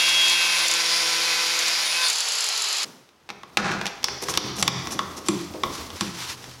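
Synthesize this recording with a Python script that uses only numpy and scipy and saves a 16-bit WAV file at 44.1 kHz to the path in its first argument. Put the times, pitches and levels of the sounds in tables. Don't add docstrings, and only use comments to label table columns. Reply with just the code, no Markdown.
import sys
import numpy as np
from scipy import signal
from scipy.fft import rfft, irfft
from scipy.io import wavfile
from scipy.ndimage import uniform_filter1d, minimum_filter1d

SR = 44100
rng = np.random.default_rng(int(sys.argv[2]) if len(sys.argv) > 2 else 0)


def output_pcm(signal):
    pcm = np.clip(np.atleast_2d(signal).T, -1, 1) * 32767
    wavfile.write(sys.argv[1], SR, np.round(pcm).astype(np.int16))


N = 291060
TIME = np.arange(N) / SR

IDLE_TURNS_PER_S, SAG_TURNS_PER_S = 173.6, 5.2
THINNING_S, THROUGH_S, SWITCH_OFF_S, FREE_S, END_S = 1.43, 1.95, 2.03, 2.11, 2.847

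# time in seconds, load from 0 to 1.
BLADE_LOAD = [(.28, 0), (.45, .27), (.62, .45), (.85, .96), (1.82, 1), (1.98, .5)]
# order (multiple of spindle speed), relative dB in a shallow cut, relative dB in a deep cut.
LOADED_TONES = [(1, -58, -57), (2, -53, -50), (2.75, -60, -53), (3, -54, -48), (6, -43.5, -42.5),
                (8, -52, -46), (9, -40, -43.5), (12, -40, -44), (13, -39, -44), (14, -45, -51),
                (15, -31.5, -43), (16, -32, -48), (18, -44, -46), (20, -45, -50), (21, -36, -46),
                (22, -39, -49), (24, -41, -43), (27, -48, -44), (28, -41, -47), (29, -48, -42),
                (30, -50, -45), (32, -46, -43), (33, -46, -44), (34, -45, -43), (36, -52, -47),
                (39, -52, -48), (51, -51, -54), (54, -60, -55), (57, -39.5, -50), (62, -54, -62),
                (63, -60, -56), (69, -62, -55), (81, -69, -62)]
# order, level in dB at switch-off.
FREE_TONES = [(2.75, -57.5), (3, -59), (9, -49), (18, -49), (21, -49), (27, -43), (28, -43), (30, -44),
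              (49, -50), (60, -54)]
# start and length in seconds, rough pitch in Hz, level in dB.
TONE_SWELLS = [(.37, .27, 2530, -38), (.78, .22, 3370, -39), (.87, .16, 4890, -31), (.72, .4, 5400, -39),
               (.8, .35, 9600, -44), (1.12, .75, 2530, -42), (1.45, .45, 3710, -41), (1.66, .19, 4890, -33),
               (1.69, .14, 5400, -38), (1.89, .21, 2530, -33), (1.94, .16, 1010, -37),
               (1.96, .14, 1520, -40), (1.81, .14, 9600, -41), (2.03, .08, 9600, -39),
               (1.84, .09, 3710, -36), (2.01, .1, 3540, -33), (2.01, .1, 3710, -34), (2.03, .06, 4210, -28),
               (2.04, .07, 4550, -31), (2.01, .08, 4720, -32)]
# start and length in seconds, rasp boost and buzz boost in dB.
PUSHES = [(0.28, 0.36, 0, 2.5), (0.73, 0.28, 0.5, 0), (2.006, 0.11, 1, 1)]

# time in seconds, relative level in dB.
BLADE_CATCHES = [(0.091, -16), (0.282, -15), (0.297, -15), (0.682, -15), (.713, -16), (0.738, -17),
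                 (1.59, -18), (1.682, -19), (2.083, -16)]
GEAR_KNOCKS = [(2.1, -12), (2.13, -17), (2.1572, -18), (2.1837, -18), (2.2045, -14.5), (2.2855, -16),
               (2.3209, -20), (2.3343, -21), (2.3533, -19), (2.3844, -18), (2.4061, -14), (2.4235, -21),
               (2.442, -16), (2.4655, -20), (2.488, -15.5), (2.5762, -16.5), (2.6197, -17), (2.641, -21),
               (2.6855, -19), (2.703, -31), (2.7279, -16), (2.7696, -24), (2.7838, -21), (2.8316, -18)]
CLAMP_KNOCKS = [(3.290, -28.5), (3.295, -35.5), (3.302, -25), (3.5712, -3), (3.5738, -9.5), (3.716, -20),
                (3.813, -20), (4.084, -16.5), (4.226, -30.5), (4.286, -40)]
HANDLE_CLACKS = [(3.433, -19.5), (4.226, -14), (4.2845, -8.5), (4.991, -1), (5.635, -1)]
BOARD_BUMPS = [(3.700, -16), (4.228, -27), (4.286, -22), (4.442, -14.5), (4.583, -17.5), (4.950, -19.5),
               (5.538, -24), (6.021, -16)]
LOOSE_TICKS = [(3.090, -46.5), (3.876, -24), (4.030, -27), (4.057, -27), (4.237, -43), (4.293, -39),
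               (4.351, -24), (4.584, -32), (4.907, -33), (5.538, -35.5), (5.903, -29.5), (6.441, -30)]
# offsets in dB for crack, snap, bar ring, bench thump and board thump.
KNOCK_MIX = (4, -1, -34, -13.5, -12)
CLACK_MIX = (-13, -15, 0, -24, -18.5)
BUMP_MIX = (-12, -29, -14, -3, -2)
TICK_MIX = (0, 2, -20, -33, -10)
# time in seconds, then relative levels in dB of snap, bar ring,
# catch plate, return spring, bench thump and board thump.
RATCHET_BITES = [(3.856, -16.5, -30, -36, -36, -42, -44), (3.866, -14.5, -33, -33, -32, -52, -44),
                 (4.042, -8, -10.5, -6.5, -16.5, -47, -40), (4.339, -16, -30, -37, -34, -36, -41),
                 (4.374, 0, -3.5, -14, -29, -19, -16), (4.6255, -4.5, -12.5, -18, -11.5, -11.5, -18),
                 (4.627, -19, -8, -16, -20, -25, -17), (4.6784, -2, 2, -11, -35, -10.5, -14.5),
                 (4.871, -22, -13.5, -30, -34, -38, -26), (5.285, -9, -6.5, -19, -13, -11.5, -8),
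                 (6.009, -10.5, -10.5, -33, -22, -15, -30)]
# pitch in Hz, relative level in dB, seconds to die away by 60 dB.
BAR_MODES = [(814, -8, 0.012), (976, -8.5, 0.026), (1105, 1, 0.031), (1230, 1, 0.014), (1390, -12.5, 0.036),
             (1135, -32, 0.85), (1223, -30, 0.5), (1933, -14, 0.025), (3310, -2.5, 0.0041),
             (3670, -4, 0.0055), (5600, -13, 0.0044)]
BENCH_MODES = [(97, -27.5, 0.16), (133.4, -15.5, 0.22), (177.3, -13.5, 0.22), (200.5, -13, 0.14)]
BOARD_MODES = [(293, -17.5, 0.28), (344.4, -12, 0.13), (412, -31, 0.17)]

# start in seconds, length in seconds, relative level in dB.
BRIGHT_SCRAPES = [(4.218, 0.028, -32.5), (4.283, 0.038, -28), (4.555, 0.045, -36.5), (4.583, 0.036, -29.5),
                  (4.905, 0.043, -31.5), (5.165, 0.028, -38.5), (5.256, 0.027, -37.5), (5.725, 0.04, -39)]
BOARD_SCUFFS = [(4.222, 0.016, -32), (4.925, 0.043, -41), (5.15, 0.073, -43), (5.537, 0.037, -36)]
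JAW_JUDDERS = [(3.572, 0.032, -16), (3.6, 0.15, -28), (3.635, 0.03, -32), (3.73, .13, -37)]
CLOTH_SWEEPS = [(4.19, 0.33, -32.5), (5.28, 0.22, -38), (5.64, 0.27, -35.5), (5.91, 0.26, -33),
                (6.13, 0.2, -30), (6.26, 0.099, -31), (6.28, 0.36, -44)]
# time in seconds, level in dB.
SHUFFLE_LEVEL = [(2.85, -74), (3.2, -64.5), (3.55, -54), (4.3, -47), (4.9, -42.5), (6.15, -44),
                 (6.35, -45.5), (6.6, -47.5)]

# frequency in Hz, relative level in dB.
RASP_EQ = [(120, -14), (220, -27), (330, -26), (470, -18), (600, -11.5), (1020, -6), (1300, -7.5),
           (2470, -4.5), (4860, 0), (6000, -5.5), (7300, -9.5), (8200, -22), (10500, -16.5), (16000, -41)]
SPLINTER_EQ = [(800, -14.5), (2500, -4.5), (6000, -1), (8500, -8.5), (12000, -10.5), (16000, -25)]
BUZZ_EQ = [(900, -20), (1900, 18), (2500, 24.5), (3100, -50.5), (4200, 4), (7000, -52)]
COAST_EQ = [(120, -46), (220, -22.5), (400, -16.5), (700, -5.5), (1000, -2), (1600, -4.5), (3000, 1.5),
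            (3700, 1), (4350, 4.5), (5100, 4.5), (5700, -2.5), (6600, 0), (7400, -2.5), (8400, -16),
            (9500, -13), (10600, -7), (12500, -23), (16000, -32)]
RATTLE_EQ = [(600, -45), (1500, -52), (4500, 11), (5700, 6), (7200, 14.5), (8700, -4), (10800, 4.5),
             (13000, -15), (16000, -23)]
CRACK_EQ = [(70, -29), (170, -15.5), (300, -2.5), (550, -3.5), (800, 4.5), (1300, 0), (1800, 3.5),
            (2400, 2), (3500, -4), (5500, -7), (8000, -65.5), (16000, -50)]
SNAP_EQ = [(300, -39.5), (900, -14), (2400, 0), (3300, 2.5), (4500, -2), (5600, -0.5), (6800, -9.5),
           (8500, -16), (11500, -21), (13000, -24), (16000, -53)]
PLATE_EQ = [(3000, -16), (4300, 4.5), (5000, 1), (5600, 5), (6300, -2), (7200, -26), (12000, -27)]
SPRING_EQ = [(6500, -37), (7400, 7), (8600, -3), (10300, -3), (11500, -36)]
SLIDE_EQ = [(100, 7), (330, 13), (550, 7), (1000, 8), (2000, -2), (4500, 4), (5900, 7.5), (7800, -1),
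            (10500, -2.5), (13000, -12), (16000, -25)]
SLIP_EQ = [(3000, -23), (5800, 10), (7800, -6), (10500, 0), (13200, -9), (16000, -28)]
SCUFF_EQ = [(250, -6), (350, 3), (530, -7), (700, -5), (1100, -21), (4000, -55)]
DRUMMED_BOARD_EQ = [(50, -15), (130, -2), (180, 19.5), (240, 3), (310, -5), (550, 1.5), (800, 5),
                    (1100, 5.5), (1450, 9.5), (1780, 6.5), (2080, -7), (4000, -5), (6000, -8), (8500, -18),
                    (16000, -48)]
SHUFFLE_EQ = [(25, 4), (60, -6), (88, 9.5), (105, -11), (127, 2), (160, -2.5), (205, 1.5), (260, 0.5),
              (340, 1), (520, -3.5), (1100, -8.5), (2500, -26.5)]
CLOTH_EQ = [(290, -52), (500, -31), (855, 1.5), (988, 4.5), (1380, 2.5), (1840, 1.5), (5600, 3),
            (8500, -7.5), (11000, -8), (16000, -22)]
REVERB_EQ = [(60, 10), (180, -2.5), (350, 5), (600, -0.5), (900, -4.5), (1350, -5), (2400, -5.5),
             (3200, -8), (4100, -6), (5500, -5.5), (8000, -17), (16000, -2)]
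ROOM_TONE_EQ = [(80, -12), (160, -1), (350, -3), (1200, 0), (4000, -11), (16000, -41)]
# frequency in Hz, seconds to die away by 60 dB.
REVERB_T60 = [(100, 0.6), (400, 0.45), (1300, 0.97), (5000, 0.71), (9000, 0.53), (16000, 0.15)]


def grinder():
    load = automation(BLADE_LOAD)
    depth = np.maximum.accumulate(load) ** 1.6
    speed = (IDLE_TURNS_PER_S - SAG_TURNS_PER_S * load) * np.exp(-since(SWITCH_OFF_S) / 3.73)
    angle = 2 * np.pi * np.cumsum(speed * (1 + 0.0005 * drift(23.8))) / SR
    rough = rasp(angle, depth) + gear_rattle()
    rough = low_cut(rough, hz=230, order=3)
    return (whine(angle, load, depth) + rough) * (1 - ramp(END_S, 0.0056))


def whine(angle, load, depth, squeal_order=19, whistle_order=57):
    through = ramp(THROUGH_S, 0.15)
    loaded = dying(2, THINNING_S, db_per_s=16.5) * (1 - ramp(FREE_S, 0.061))
    free = from_db(2 * since(SWITCH_OFF_S)) * through
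    squeal = from_db(-24.8 - 30 * load + 4.5 * arch(.09, .29)) * (1 - through)
    whistle = dying(-39, 1.89, db_per_s=27) * through
    # order, gain, slow waver in dB.
    tones = [(squeal_order, squeal, 1.3)]
    for start, length, hz, db in TONE_SWELLS:
        nearest_order = round(hz / (IDLE_TURNS_PER_S - SAG_TURNS_PER_S))
        tones.append((nearest_order, from_db(db) * arch(start, length) ** 2, 1.3))
    for order, shallow_db, deep_db in LOADED_TONES:
        tones.append((order, loaded * from_db(shallow_db + depth * (deep_db - shallow_db)), 1.7))
    tones.append((whistle_order, whistle, 2.2))
    tones += [(order, free * from_db(db), 1.7) for order, db in FREE_TONES]
    phase = rng.uniform(0, 2 * np.pi, size=100)
    shake_radians = .3 * drift(60)
    sound = 0
    for order, gain, waver_db in tones:
        wave = np.sin(order * angle + phase[int(order)] + shake_radians * (order < squeal_order))
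        sound += gain * from_db(waver_db * drift(10.7)) * wave
    return np.sqrt(2) * sound


def rasp(angle, depth):
    rasp_db = -23 - 1.64 * depth + sum(db * arch(start, length) for start, length, db, _ in PUSHES)
    rasp_db += 0.8 * drift(30)
    buzz_db = -35.5 + sum(db * arch(start, length) for start, length, _, db in PUSHES)
    tearing = (1 + 0.17 * np.sin(angle)) * from_db(0.2 * drift(243))
    fibres = noise(RASP_EQ) + from_db(-9.5) * splinters(per_s=1500)
    cutting = from_db(rasp_db) * fibres + from_db(buzz_db) * noise(BUZZ_EQ) + from_db(-41.5) * teeth(angle)
    coasting = dying(-26, FREE_S, db_per_s=0.5) * noise(COAST_EQ)
    free = ramp(FREE_S, 0.047)
    return np.sqrt(1 - free) * tearing * cutting + np.sqrt(free) * coasting


def teeth(angle, lowest_order=41, highest_order=90, tilt_db_per_octave=3):
    orders = np.arange(highest_order + 1)
    colour = from_db(at_hz(RASP_EQ, orders * IDLE_TURNS_PER_S) + tilt_db_per_octave * np.log2(orders + 1))
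    strength = colour * (orders >= lowest_order) * rng.uniform(0, 1, len(orders))
    turn = irfft(strength * np.exp(2j * np.pi * rng.random(len(orders))), 4096)
    return rms_one(np.interp(angle / (2 * np.pi), np.arange(len(turn)) / len(turn), turn, period=1))


def splinters(per_s):
    snaps = rng.choice([-1, 1], N) * random_triggers(per_s)
    return rms_one(tint(snaps, SPLINTER_EQ))


def gear_rattle():
    knocks = from_db(-3) * clicks(*np.transpose(GEAR_KNOCKS)) + clicks(*np.transpose(BLADE_CATCHES))
    return fade(knocks, decay_s=0.0044) * noise(RATTLE_EQ)


def clamp_blows():
    times, crack_db, snap_db, ring_db, bench_db, board_db = np.transpose(blow_cues())
    bites, _, _, plate_db, spring_db, _, _ = np.transpose(RATCHET_BITES)
    layers = [(clicks(times, crack_db), CRACK_EQ), (clicks(times, snap_db), SNAP_EQ),
              (clicks(bites, plate_db), PLATE_EQ), (clicks(bites, spring_db), SPRING_EQ)]
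    attack = sum(tint(hits, eq) for hits, eq in layers)
    contact = from_db(14) * scatter(attack, longest_s=.0004, echo=0.23)
    grit = from_db(-11) * sum(fade(hits, decay_s=0.0056) * noise(eq) for hits, eq in layers)
    bench = strike(BENCH_MODES, times, bench_db, vary_db=3)
    board = strike(BOARD_MODES, times, board_db, vary_db=4)
    bar = strike(BAR_MODES, times, ring_db - 10, vary_db=.8)
    return contact + grit + bench + board + bar


def blow_cues():
    kinds = [(CLAMP_KNOCKS, KNOCK_MIX), (HANDLE_CLACKS, CLACK_MIX),
             (BOARD_BUMPS, BUMP_MIX), (LOOSE_TICKS, TICK_MIX)]
    cues = [(start, *np.add(db, mix)) for hits, mix in kinds for start, db in hits]
    for start, snap, ring, _, _, bench, board in RATCHET_BITES:
        cues.append((start, snap - 5.5, snap, ring, bench, board))
    return sorted(cues)


def scrapes():
    slips = random_triggers(per_s=1200) * rng.uniform(-1, 1, N)
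    scrape = noise(SLIDE_EQ) + from_db(-4.5) * rms_one(tint(slips, SLIP_EQ))
    rubbing = strokes(BRIGHT_SCRAPES) * scrape + strokes(BOARD_SCUFFS) * noise(SCUFF_EQ)
    return rubbing * from_db(2.5 * drift(140))


def jaw_judder():
    bounces = random_triggers(per_s=1100) * rng.uniform(.5, 1, N) * rng.choice([-1, 1], N)
    drumming = tint(rms_one(bounces) * strokes(JAW_JUDDERS), DRUMMED_BOARD_EQ)
    return scatter(drumming, longest_s=0.0025, echo=0.27)


def workshop(x, build_s=0.00063):
    t, tail = TIME[:SR], 0
    edges = np.geomspace(50, 18000, 13)
    for low, high in zip(edges, edges[1:]):
        hz = np.sqrt(low * high)
        bandpass = signal.butter(2, [low, high], "band", fs=SR, output="sos")
        band = signal.sosfilt(bandpass, rng.standard_normal(SR))
        envelope = (1 - np.exp(-t / build_s)) * from_db(-60 * t / at_hz(REVERB_T60, hz))
        gain = from_db(at_hz(REVERB_EQ, hz)) * np.sqrt(2 * (high - low)) / SR
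        tail += gain * rms_one(band * envelope)
    return signal.fftconvolve(x, tail)[:N]


def handling():
    shuffle_gain = from_db(automation(SHUFFLE_LEVEL))
    cloth_gain = from_db(-4) * shuffle_gain + from_db(-5.5) * strokes(CLOTH_SWEEPS, power=3)
    shuffle = shuffle_gain * from_db(3.5 * drift(9.4)) * noise(SHUFFLE_EQ)
    cloth = cloth_gain * from_db(1.44 * drift(47)) * noise(CLOTH_EQ)
    return shuffle + cloth


def after_rush():
    envelope = ramp(END_S, 0.016) * dying(0, END_S, db_per_s=76)
    return envelope * (from_db(-43.5) * noise(SHUFFLE_EQ[3:]) + from_db(-45) * noise(CLOTH_EQ))


def hum(start_s=6.1, hz=124):
    return from_db(-51.5) * ramp(start_s, .15) * np.sqrt(2) * np.sin(2 * np.pi * hz * TIME)


def strike(modes, times, db, vary_db):
    out = np.zeros(N)
    for k, (hz, level_db, t60) in enumerate(modes):
        r, w = from_db(-60 / (t60 * SR)), 2 * np.pi * hz / SR
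        force = clicks(times, db + level_db + vary_db * rng.standard_normal(len(times)))
        out += (-1) ** k * signal.lfilter([0, np.sin(w)], [1, -2 * r * np.cos(w), r * r], force + 1e-18)
    return out


def scatter(x, longest_s, echo):
    for lag in longest_s * SR * np.geomspace(.13, 1, 5):
        loop = np.r_[1, np.zeros(int(lag)), echo]
        x = signal.lfilter(loop[::-1], loop, x)
    return x


def tint(impulses, eq, size=4096):
    gain = from_db(at_hz(eq, np.arange(size // 2 + 1) * SR / size))
    cepstrum = irfft(np.log(gain))
    causal = (np.arange(size) > 0) & (np.arange(size) < size // 2)
    response = irfft(np.exp(rfft(2 * cepstrum * causal)))
    return signal.fftconvolve(impulses, response / np.linalg.norm(response))[:N]


def noise(eq):
    hz = np.arange(N // 2 + 1) * SR / N
    gain = from_db(at_hz(eq, hz)) * np.minimum(hz / eq[0][0], 1) ** 2
    return rms_one(irfft(rfft(rng.standard_normal(N)) * gain, N))


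def drift(rate_hz):
    r = np.exp(-80 * np.pi * rate_hz / SR)
    slow = signal.lfilter([1], [1, -2 * r, r * r], rng.standard_normal(N // 40 + 2002))[2000:]
    return np.interp(np.arange(N) / 40, np.arange(len(slow)), rms_one(slow))


def random_triggers(per_s):
    return rng.random(N) < per_s / SR


def clicks(times, db):
    out = np.zeros(N)
    out[np.round(times * SR).astype(int)] = from_db(db)
    return out


def fade(impulses, decay_s):
    return signal.lfilter([1], [1, -np.exp(-1 / (decay_s * SR))], impulses + 1e-18)


def strokes(gestures, power=1):
    return sum(from_db(db) * arch(start, length) ** power for start, length, db in gestures)


def arch(start_s, length_s):
    return np.sqrt(np.clip(1 - (2 * (TIME - start_s) / length_s - 1) ** 2, 0, 1))


def ramp(at_s, over_s):
    return np.clip((TIME - at_s) / over_s + .5, 0, 1)


def dying(db, start_s, db_per_s):
    return from_db(db - db_per_s * since(start_s))


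def since(start_s):
    return np.maximum(TIME - start_s, 0)


def automation(points):
    return np.interp(TIME, *np.transpose(points))


def at_hz(points, hz):
    f, value = np.transpose(points)
    return np.interp(np.log(hz + 1), np.log(f), value)


def from_db(db):
    return 10 ** (np.asarray(db) / 20)


def rms_one(x):
    return x / np.sqrt(np.mean(x ** 2) + 1e-20)


def low_cut(x, hz, order):
    return signal.sosfilt(signal.butter(order, hz, "high", fs=SR, output="sos"), x)


def hold_peaks(x, ceiling_db, window_s):
    size = int(window_s * SR) | 1
    gain = np.minimum(from_db(ceiling_db) / (np.abs(x) + 1e-9), 1)
    return x * uniform_filter1d(minimum_filter1d(gain, size=size), size=size)


def limiter(x, threshold_db, release_db_per_s, attack_s):
    power = uniform_filter1d(x ** 2, size=64)
    over_db = np.maximum(10 * np.log10(np.maximum(power, 1e-12)) - threshold_db, 0)
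    held_db = np.maximum.accumulate(over_db + release_db_per_s * TIME) - release_db_per_s * TIME
    return x * from_db(-fade(held_db, attack_s) / (attack_s * SR))


def scene():
    clamp = clamp_blows() + scrapes() + jaw_judder()
    reverb = from_db(-0.5) * workshop(clamp)
    room_tone = from_db(-62.5) * noise(ROOM_TONE_EQ)
    cutting = hold_peaks(grinder(), ceiling_db=-8, window_s=0.0055)
    return (cutting + after_rush() + clamp + reverb + handling() + hum() + room_tone)[None]


def record(dry):
    limited = limiter(dry[0], threshold_db=-12.5, release_db_per_s=97, attack_s=0.0056)
    ceiling = from_db(-6)
    rounded = ceiling * np.tanh(limited / ceiling)
    high_cut = signal.ellip(10, .1, 80, 15900, fs=SR, output="sos")
    return signal.sosfilt(high_cut, low_cut(rounded, hz=45, order=2))[None]


dry = scene()
out = record(dry)
output_pcm(out)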